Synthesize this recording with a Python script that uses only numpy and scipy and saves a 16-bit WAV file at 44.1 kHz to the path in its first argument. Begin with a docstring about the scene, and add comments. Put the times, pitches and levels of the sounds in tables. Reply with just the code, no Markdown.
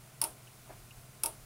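"""A small switch, worked by hand behind a glass dish of liquid in a wooden box, close to the microphone.
Each of its two sharp clicks is a flat-spectrum noise burst, coloured by the switch, that sounds twice
in quick succession; decaying sine modes and noise tails give the short hollow ring of the box.
Between the clicks come a soft bump of two dull noise touches and two faint drips of narrow noise.
Further back lie a low motor hum of wavering sines, a rumble and steady hiss, all almost mono."""
import sys
import numpy as np
from scipy import signal
from scipy.fft import rfft, irfft, next_fast_len
from scipy.io import wavfile
from scipy.ndimage import map_coordinates

SR = 44100
rng = np.random.default_rng(int(sys.argv[2]) if len(sys.argv) > 2 else 0)


def transcribe(signal):
    """Save signal, clipped to [-1, 1], as a 16-bit WAV file at the path in sys.argv[1]."""
    frames = np.atleast_2d(signal).T
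    limited = np.clip(frames, -1, 1)
    pcm = np.round(limited * 32767).astype(np.int16)
    wavfile.write(sys.argv[1], SR, pcm)


N = 63945  # length in samples

# Background: lines of the motor hum [f/Hz, mean rms level/dB]
HUM_LINES = [(122.3, -61), (204.6, -73), (1050, -76.5)]
HUM_WAVER_DB, HUM_WAVER_RAD = 1, 0.3  # scale of the random waver in level and phase
# Colour of the hiss [f/Hz, relative level/dB]
HISS_COLOUR = [(80, -15.5), (140, 3), (175, -11.5), (275, -13), (400, -12), (534, -17.5), (637, -11),
               (871, -16.5), (1060, -18), (1400, -14.5), (1690, -20.5), (2300, -18.5), (3290, -22.5),
               (8500, -22), (9200, -16.5), (9800, -26.5), (10350, -16), (11000, -23.5), (15800, -24)]
HISS_DB = -56.5  # rms
# Colour of the low rumble [f/Hz, relative level/dB]
RUMBLE_COLOUR = [(15, -20), (35, 4.5), (60, -12), (100, -3), (150, -17), (260, -30)]
# Rise and fall of the rumble [t/s, rms level/dB]
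RUMBLE_LEVELS = [(0.0, -62), (0.144, -73), (0.298, -55), (0.35, -63.5), (0.806, -59), (0.896, -66),
                 (0.98, -56.5), (1.058, -63.5), (1.44, -57.5), (1.45, -68)]

# Faint drips in the dish [t/s, f/Hz, level/dB]
DRIP_EVENTS = [(0.471, 2800, -49), (0.908, 2740, -47.5)]
DRIP_RISE_S, DRIP_T60_S, DRIP_HALF_WIDTH_HZ = 0.0017, 0.04, 260

# Soft touches of the hand on the box [t/s, level/dB]
TOUCH_EVENTS = [(0.664, -53.5), (0.693, -43)]
# Colour of a touch [f/Hz, relative level/dB]
TOUCH_COLOUR = [(150, -26), (390, -3), (520, -11), (660, 2.5), (810, -4), (930, -4), (1150, -11.5),
                (1400, -9), (2500, -22.5), (5000, -45)]
TOUCH_RISE_S, TOUCH_T60_S = 0.0082, 0.17

# Clicks of the switch [t/s, level/dB, length of the snap/s, extra level of the bright ring/dB]
CLICK_EVENTS = [(0.2153, -21, 0.003, 1), (1.2348, -22, 0.003, -6)]
REPEAT_S, REPEAT_DB = 0.0239, -3  # the second, like sounding of each click
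# Colour of the snap [f/Hz, relative level/dB]
SNAP_COLOUR = [(200, -27.5), (700, -25), (1350, -11.5), (1800, -24), (2250, -20.5), (2700, -16),
               (3900, -18), (4500, -13), (4900, -5), (5400, -4), (6200, -19), (7600, -12.5), (9100, 1),
               (10900, 2.5), (12500, -9), (14000, -15), (15500, -8.5)]
SNAP_ATTACK_S, SNAP_T60_S = 0.0004, 0.009
BRIGHT_HZ, BRIGHT_WIDTH_HZ = 9820, 570  # the bright ring of the switch
# Modes of box and dish [f/Hz, mean level re click/dB, t60/s, delay/s]
BODY_MODES = [(318.2, -31, 0.39, 0.0075), (359.7, -32, 0.39, 0.0074), (405.2, -31, 0.31, 0.0049),
              (569.5, -32.5, 0.11, 0.016), (628.3, -22, 0.1, 0.017), (739.2, -24.5, 0.15, .005),
              (885, -14.5, 0.063, .003), (919.5, -10, 0.06, .011), (1177, -26.5, 0.045, 0.0051),
              (1413, -25, 0.079, 0.0074), (2206, -18.5, 0.031, 0.0014), (2647, -13, 0.036, 0)]
BODY_RISE_S = 0.0021
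# Scattered answer of the near box walls: delay, level re click, decay
WALL_S, WALL_DB, WALL_T60_S = 0.0066, -3.5, 0.017
# Colour of the room tail [f/Hz, relative level/dB]
ROOM_COLOUR = [(150, -18), (300, -7.5), (900, 0.5), (1400, -3), (1800, -14), (2700, -6), (4000, -8.5),
               (5300, -8), (7000, -12.5), (9300, 4.5), (10800, 3), (13000, -8), (15500, -12.5)]
# Decay of the room tail [f/Hz, t60/s]
ROOM_DECAY = [(300, 0.5), (1000, 0.25), (4000, 0.18), (10000, 0.21)]
ROOM_DB, ROOM_RISE_S = -13.5, 0.00088

SIDE_DB = -36.5  # side level of the switch: the image is almost mono
TOP_HZ = 15800  # band limit of the recorder


def amp(db):
    """Decibels to gain."""
    return 10 ** (np.asarray(db) / 20)


def unit(x):
    """Scale to rms 1."""
    return x / np.sqrt(np.mean(x ** 2) + 1e-20)


def along(points, hz):
    """Read [f/Hz, value] points on a log frequency axis."""
    f, v = np.transpose(points)
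    return np.interp(np.log(hz + 1), np.log(f + 1), v)


def clock(start=0):
    """Seconds since start, zero before it."""
    return np.maximum(np.arange(N) / SR - start, 0)


def filtered(x, response):
    """Multiply the spectrum of x by a response of frequency."""
    size = next_fast_len(N + SR // 2)  # padded so that tails do not wrap round
    hz = np.fft.rfftfreq(size, 1 / SR)
    return irfft(rfft(x, size) * response(hz), size)[..., :N]


def noise(colour):
    """Noise of rms 1 with the given colour."""
    white = rng.standard_normal(N)
    return unit(filtered(white, lambda hz: amp(along(colour, hz))))


def wobble(rate):
    """A smooth random curve with rate knots a second."""
    return map_coordinates(rng.standard_normal(256), [clock() * rate], mode="mirror")


def swell(t, rise, t60):
    """A rise multiplied by an exponential decay."""
    return (1 - np.exp(-t / rise)) * amp(-60 * t / t60)


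def motor_hum():
    """Steady sine lines of a motor, each wavering slightly in level and phase."""
    t = clock()
    hum = np.zeros(N)
    for hz, db in HUM_LINES:
        level = amp(db + HUM_WAVER_DB * wobble(14.42)) * np.sqrt(2)  # rms to peak
        hum += level * np.sin(2 * np.pi * hz * t + HUM_WAVER_RAD * wobble(11.6))
    return hum


def background():
    """Motor hum, low noise that rises and falls as rumble, and broadband noise as steady hiss."""
    rumble_level = amp(np.interp(clock(), *np.transpose(RUMBLE_LEVELS)))
    rumble = rumble_level * noise(RUMBLE_COLOUR)
    hiss = amp(HISS_DB) * noise(HISS_COLOUR)
    return motor_hum() + rumble + hiss


def drips():
    """Tiny pips from the liquid: narrow bands of noise that swell and die quickly."""
    out = np.zeros(N)
    for start, pitch_hz, db in DRIP_EVENTS:
        band = lambda hz: 1 / (1 + ((hz - pitch_hz) / DRIP_HALF_WIDTH_HZ) ** 4)
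        pip = unit(filtered(rng.standard_normal(N), band))
        out += amp(db) * pip * swell(clock(start), DRIP_RISE_S, DRIP_T60_S)
    return out


def touches():
    """Dull touches of the hand on the box: coloured noise with a soft rise and a decay."""
    out = np.zeros(N)
    for start, db in TOUCH_EVENTS:
        out += amp(db) * noise(TOUCH_COLOUR) * swell(clock(start), TOUCH_RISE_S, TOUCH_T60_S)
    return out


def room(start):
    """The near walls answer with scattered noise, over a short tail that dies band by band."""
    hz, s, bands = signal.stft(noise(ROOM_COLOUR), SR, nperseg=256)
    t60 = along(ROOM_DECAY, hz)[:, None]
    fade = amp(-60 * np.maximum(s - start, 0) / t60)
    tail = signal.istft(bands * fade, SR, nperseg=256)[1][:N]
    tail = tail * (1 - np.exp(-clock(start) / ROOM_RISE_S))
    walls = noise(SNAP_COLOUR) * swell(clock(start + WALL_S), SNAP_ATTACK_S, WALL_T60_S)
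    return amp(ROOM_DB) * tail + amp(WALL_DB) * walls


def body(start):
    """The hollow modes of box and dish: sines that come in at their own delays and die."""
    t = clock(start)
    ring = np.zeros(N)
    for hz, db, t60, delay in BODY_MODES:
        level = amp(db + rng.normal(0, 1))  # each strike excites the modes a little differently
        envelope = swell(clock(start + delay), BODY_RISE_S, t60)
        ring += level * envelope * np.sin(2 * np.pi * (hz * t + rng.random()))
    return ring


def snap(start, length, bright_db):
    """A tight rattle of contact, even in spectrum, coloured by the resonances of the switch."""
    t = clock(start)
    shape = np.minimum(t / SNAP_ATTACK_S, 1) * amp(-60 * np.maximum(t - length, 0) / SNAP_T60_S)
    burst = shape * rng.standard_normal(N)
    # keep only the phases, so every frequency is equally strong, then shape once more
    even = irfft(np.exp(1j * np.angle(rfft(burst))), N)
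    burst = np.sqrt(shape) * even

    def colour(hz):
        bright = bright_db * np.exp(-((hz - BRIGHT_HZ) / BRIGHT_WIDTH_HZ) ** 2)
        return amp(along(SNAP_COLOUR, hz) + bright)

    return unit(filtered(burst, colour)) * np.sqrt(np.mean(shape ** 2))


def switch():
    """Each click is snap, ring and room together, and the same again a moment later."""
    once = np.zeros(N)
    for start, db, length, bright_db in CLICK_EVENTS:
        once += amp(db) * (snap(start, length, bright_db) + body(start) + room(start))
    return filtered(once, lambda hz: 1 + amp(REPEAT_DB) * np.exp(-2j * np.pi * hz * REPEAT_S))


def scene():
    """Everything sits in the middle; a second random draw of the switch adds a trace of width."""
    mid = background() + drips() + touches() + switch()
    side = amp(SIDE_DB) * switch()
    return np.array([mid + side, mid - side])


def record(dry):
    """The recorder cuts steeply above its band limit."""
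    return filtered(dry, lambda hz: 1 / (1 + (hz / TOP_HZ) ** 160))


dry = scene()
out = record(dry)
transcribe(out)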